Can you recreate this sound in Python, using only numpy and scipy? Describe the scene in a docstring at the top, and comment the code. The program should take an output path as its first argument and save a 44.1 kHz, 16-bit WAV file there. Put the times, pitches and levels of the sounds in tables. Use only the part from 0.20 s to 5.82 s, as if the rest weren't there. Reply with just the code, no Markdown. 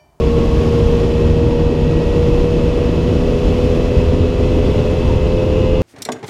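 """Scooter on a country road

A small four-stroke gathers speed, heard from a camera worn by the rider. The exhaust drones on the
orders of the firing rate, the valve gear ticks into the casing, panels buzz and the gears whine.
The head wind buffets the microphone, hisses past it and raises a thin whistle."""
import sys
import numpy as np
from scipy import signal
from scipy.fft import rfft, irfft, next_fast_len
from scipy.io import wavfile
from scipy.ndimage import uniform_filter1d, minimum_filter1d

SR = 44100
rng = np.random.default_rng(int(sys.argv[2]) if len(sys.argv) > 2 else 0)


def wav_out(sig):
    """Save sig, one row per channel (or a flat mono array), as 16-bit PCM at SR to the path in sys.argv[1]."""
    wavfile.write(sys.argv[1], SR, np.round(np.clip(np.atleast_2d(sig).T, -1, 1) * 32767).astype(np.int16))


N = 247837

# engine speed, a steady pull: time_s, firing_hz
FIRING_RATE = [(0, 77.85), (.8, 78.49), (2.5, 80.28), (3.8, 83.09), (4.4, 83.68), (5.62, 86.2)]
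# silencer and intake resonances, with an order's rms at their centre: centre_hz, width_hz, level_db
SILENCER_MODES = [(81, 57, -24.5), (157.9, 14.33, -22.5), (173.5, 8.3, -26), (232.5, 18.5, -23.5),
                  (246.7, 13, -23), (310, 63, -32.5), (425.5, 51, -24.5), (471.7, 76, -19.5),
                  (514.5, 28, -21.5), (575, 120, -32.5), (621, 94, -36), (725, 68, -45.5), (869, 36, -41.5),
                  (949, 44, -43), (1027, 33, -44)]
# valve knocks within one cycle: position_cycles, relative_db
VALVE_KNOCKS = [(0.131, -8.5), (.35, -1.5), (.64, -2.5), (0.859, -1)]
# metallic ring of the engine casing: centre_hz, width_hz, relative_db
CASING_MODES = [(1082, 160, -7), (1887, 170, -13), (2597, 108, 0), (2836, 260, -2), (3170, 200, -7),
                (3424, 260, -3.5), (4010, 270, -8)]
# body panels that buzz for a moment: peak_s, half_length_s, pitch_hz, width_hz, level_db
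PANEL_BUZZES = [(0, 0.73, 1114, 35, -33.5), (4.9, 0.2, 930, 40, -38.5), (5.53, 0.27, 2789, 400, -43)]
# the air rush swells and eases with the head wind: time_s, gain_db
HEAD_WIND = [(0, 0), (.55, 1.5), (1.5, -1.8), (2, 0), (2.85, -.5), (3.4, 1.1), (4.1, -0.9), (4.5, 0.5),
             (5.62, -2)]
# base spectrum of the wind rumble on the microphone: frequency_hz, density_db
BUFFET_SPECTRUM = [(8, -78.5), (20, -39.5), (32, -33.5), (50, -34), (80, -35.5), (120, -39.5), (170, -44),
                   (260, -45), (410, -45), (500, -49.5), (620, -56.5), (800, -64.5), (1400, -72),
                   (3000, -91.5)]
# the strongest gusts: peak_s, bass_boost_db
GUST_THUMPS = [(.64, 6), (1.27, 4), (2.13, 5), (3.79, 7), (4, 9)]
# base spectrum of the rush of air, tyres and belt: frequency_hz, density_db
RUSH_SPECTRUM = [(300, -73), (1000, -63.5), (1500, -73.5), (2200, -72), (3200, -70.5), (3800, -78),
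                 (5500, -80), (7200, -87.5), (8400, -92.5), (9600, -93.5), (11500, -98.5), (15000, -102)]
# hollows in the camera housing that colour the rush: centre_hz, width_hz, gain_db
HOUSING_MODES = [(4010, 160, -4), (4680, 150, -10), (5160, 93, -9.5), (6830, 170, -3)]


def undb(db):
    """Decibels to gain."""
    return 10 ** (np.asarray(db) / 20)


def curve(table):
    """An automation lane: (time_s, value) points joined up at every sample."""
    return np.interp(np.arange(N) / SR, *np.transpose(table))


def unit(x):
    """Scale to rms 1."""
    return x / np.sqrt(np.mean(x ** 2))


def drift(rate_hz):
    """A smooth random modulator of rms 1 that moves about rate_hz times a second."""
    f = np.fft.rfftfreq(N, 1 / SR)
    return unit(irfft(rfft(rng.standard_normal(N)) * np.exp(-(f / rate_hz) ** 2) * (f > 0), N))


def shelf(x, hz, side, db):
    """A low or high shelf EQ whose gain may move."""
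    band = signal.sosfiltfilt(signal.butter(2, hz, side, fs=SR, output="sos"), x)
    return x + band * (undb(db) - 1)


def noise(spectrum):
    """Noise shaped to (frequency_hz, density_db) points."""
    hz, db = np.transpose(spectrum)
    size = next_fast_len(N)
    f = np.fft.rfftfreq(size, 1 / SR)
    gain = undb(np.interp(np.log(f + 1e-9), np.log(hz), db)) * (f > 0)
    return irfft(rfft(rng.standard_normal(size)) * gain, size)[:N] * np.sqrt(SR / 2)


def ring(x, modes, order=1):
    """A resonator bank of (centre_hz, width_hz, gain_db); a higher order steepens the skirts."""
    out = 0
    for hz, width, db in modes:
        section = np.concatenate(signal.iirpeak(hz, hz / width, fs=SR))
        out += undb(db) * signal.sosfilt(np.tile(section, (order, 1)), x)
    return out


def exhaust_drone(firing_hz, cycles, orders=12, waver_db=.5, waver_db_per_order=.1355, roughness=.046):
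    """Firing orders swell as they slide through the silencer's resonances; uneven firings add grain."""
    drone = 0
    for order in range(1, orders + 1):
        responses = [undb(db) / (1 + (2 * (order * firing_hz - centre) / width) ** 2)
                     for centre, width, db in SILENCER_MODES]
        waver = undb((waver_db + waver_db_per_order * order) * drift(3.8))
        tone = np.sqrt(2) * np.sin(2 * np.pi * (order * cycles + rng.random()))
        drone += np.max(responses, axis=0) * waver * tone
    return drone * (1 + roughness * drift(40))


def valve_knocks(cycles, scatter_db=2, scrape_mix=.94, decay_cycles=.092, slack_cycles=.0054):
    """The valve gear's force on the casing: each knock is a sharp tap with a short, gritty scrape."""
    each_cycle = np.arange(int(cycles[-1]) + 1)
    taps, scrape_envelope = np.zeros(N + 1), np.zeros(N)
    for position, db in VALVE_KNOCKS:
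        level_jitter, time_jitter = rng.standard_normal((len(each_cycle), 2)).T
        strength = undb(db + scatter_db * level_jitter)
        at = np.interp(each_cycle + position + slack_cycles * time_jitter, cycles, np.arange(N))
        sample, inside = at.astype(int), at < N - 1
        np.add.at(taps, sample, inside * strength * (1 - at % 1))  # a tap straddles two samples
        np.add.at(taps, sample + 1, inside * strength * (at % 1))
        since = cycles - position
        latest = np.clip(since.astype(int), 0, len(strength) - 1)
        scrape_envelope += strength[latest] * np.exp(-(since % 1) / decay_cycles)
    return unit(taps[:N]) + scrape_mix * unit(scrape_envelope * rng.standard_normal(N))


def body_rattle(knocks, firing_hz, casing_db=-43, rise_db=2, damping_hz=3800):
    """The knocks ring the casing, harder as the revs climb, and set loose panels buzzing."""
    t = np.arange(N) / SR
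    revs = (firing_hz - firing_hz.mean()) / np.ptp(firing_hz)
    plastic_covers = signal.butter(4, damping_hz, fs=SR, output="sos")
    muffled = signal.sosfilt(plastic_covers, knocks)
    rattle = unit(ring(muffled, CASING_MODES, order=2)) * undb(casing_db + rise_db * revs)
    for peak_s, half_length_s, hz, width, db in PANEL_BUZZES:
        buzz = unit(ring(muffled, [(hz, width, 0)], order=2))
        rattle += buzz * undb(db) * np.exp(-((t - peak_s) / half_length_s) ** 2)
    return rattle


def wind_whistle(firing_hz, pitch_hz=2606, wobble_hz=28, level_db=-45.5, db_per_firing_hz=.6):
    """A thin, trembling whistle, probably air over an edge; it grows louder with speed."""
    phase = 2 * np.pi * np.cumsum(pitch_hz + wobble_hz * drift(40)) / SR
    gain = undb(level_db + db_per_firing_hz * (firing_hz - firing_hz.mean()))
    return gain * np.sqrt(2) * np.sin(phase)


def wind_buffet(eddies, trim_db=.25, eddy_db=1.1, gust_db=.6, thump_half_s=.023, ceiling=.82):
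    """Eddies thump on the microphone; gusts pump the bass and the biggest pushes soft-clip."""
    t = np.arange(N) / SR
    rumble = noise(BUFFET_SPECTRUM) * undb(trim_db + eddy_db * eddies)
    thumps_db = sum(db * np.exp(-((t - peak_s) / thump_half_s) ** 2) for peak_s, db in GUST_THUMPS)
    gusting = shelf(rumble, hz=150, side="low", db=gust_db * drift(8) + thumps_db)
    rounded = ceiling * np.tanh(gusting / ceiling)
    return signal.sosfilt(signal.butter(2, 2000, fs=SR, output="sos"), rounded)


def air_rush(eddies, flutter_db=.4, brighten=.7):
    """A bed of air, tyre and belt hiss, coloured by the housing; faster air sounds brighter."""
    flow_db = curve(HEAD_WIND)
    rush = noise(RUSH_SPECTRUM) * undb(flow_db + flutter_db * eddies)
    rush = shelf(rush, hz=8500, side="high", db=brighten * flow_db)
    return rush + ring(rush, HOUSING_MODES)


def gear_whine(cycles, order=24, peak_s=.9, peak_db=-47, rise_db_per_s=36, fade_db_per_s=1.3):
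    """Meshing teeth sing a thin tone locked to the engine: quick in under load, then a slow fade."""
    since_s = np.arange(N) / SR - peak_s
    level_db = peak_db + np.minimum(rise_db_per_s * since_s, -fade_db_per_s * since_s)
    waver_db = 2 * drift(5)
    return undb(level_db + waver_db) * np.sqrt(2) * np.sin(2 * np.pi * order * cycles)


def scene(hunt_depth=.00093):
    """The mono mix: the engine hunts slightly about its rising speed, under the wind."""
    firing_hz = curve(FIRING_RATE)
    cycles = np.cumsum(firing_hz * (1 + hunt_depth * drift(11.2))) / SR
    engine = exhaust_drone(firing_hz, cycles) + body_rattle(valve_knocks(cycles), firing_hz)
    eddies = drift(30)  # the same turbulence shakes rumble and hiss
    wind = wind_whistle(firing_hz) + wind_buffet(eddies) + air_rush(eddies)
    return (engine + wind + gear_whine(cycles))[None]


def record(dry, ceiling=.86, top_hz=15000):
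    """The camera's limiter eases down the biggest thumps; a steep low-pass cuts the top."""
    window = SR // 100  # 10 ms
    allowed_gain = np.minimum(1, ceiling / (np.abs(dry) + 1e-9))
    held_gain = minimum_filter1d(allowed_gain, 2 * window)
    gain = uniform_filter1d(uniform_filter1d(held_gain, window), window)
    return signal.sosfilt(signal.ellip(10, .1, 80, top_hz, fs=SR, output="sos"), dry * gain)


dry = scene()
out = record(dry)
wav_out(out)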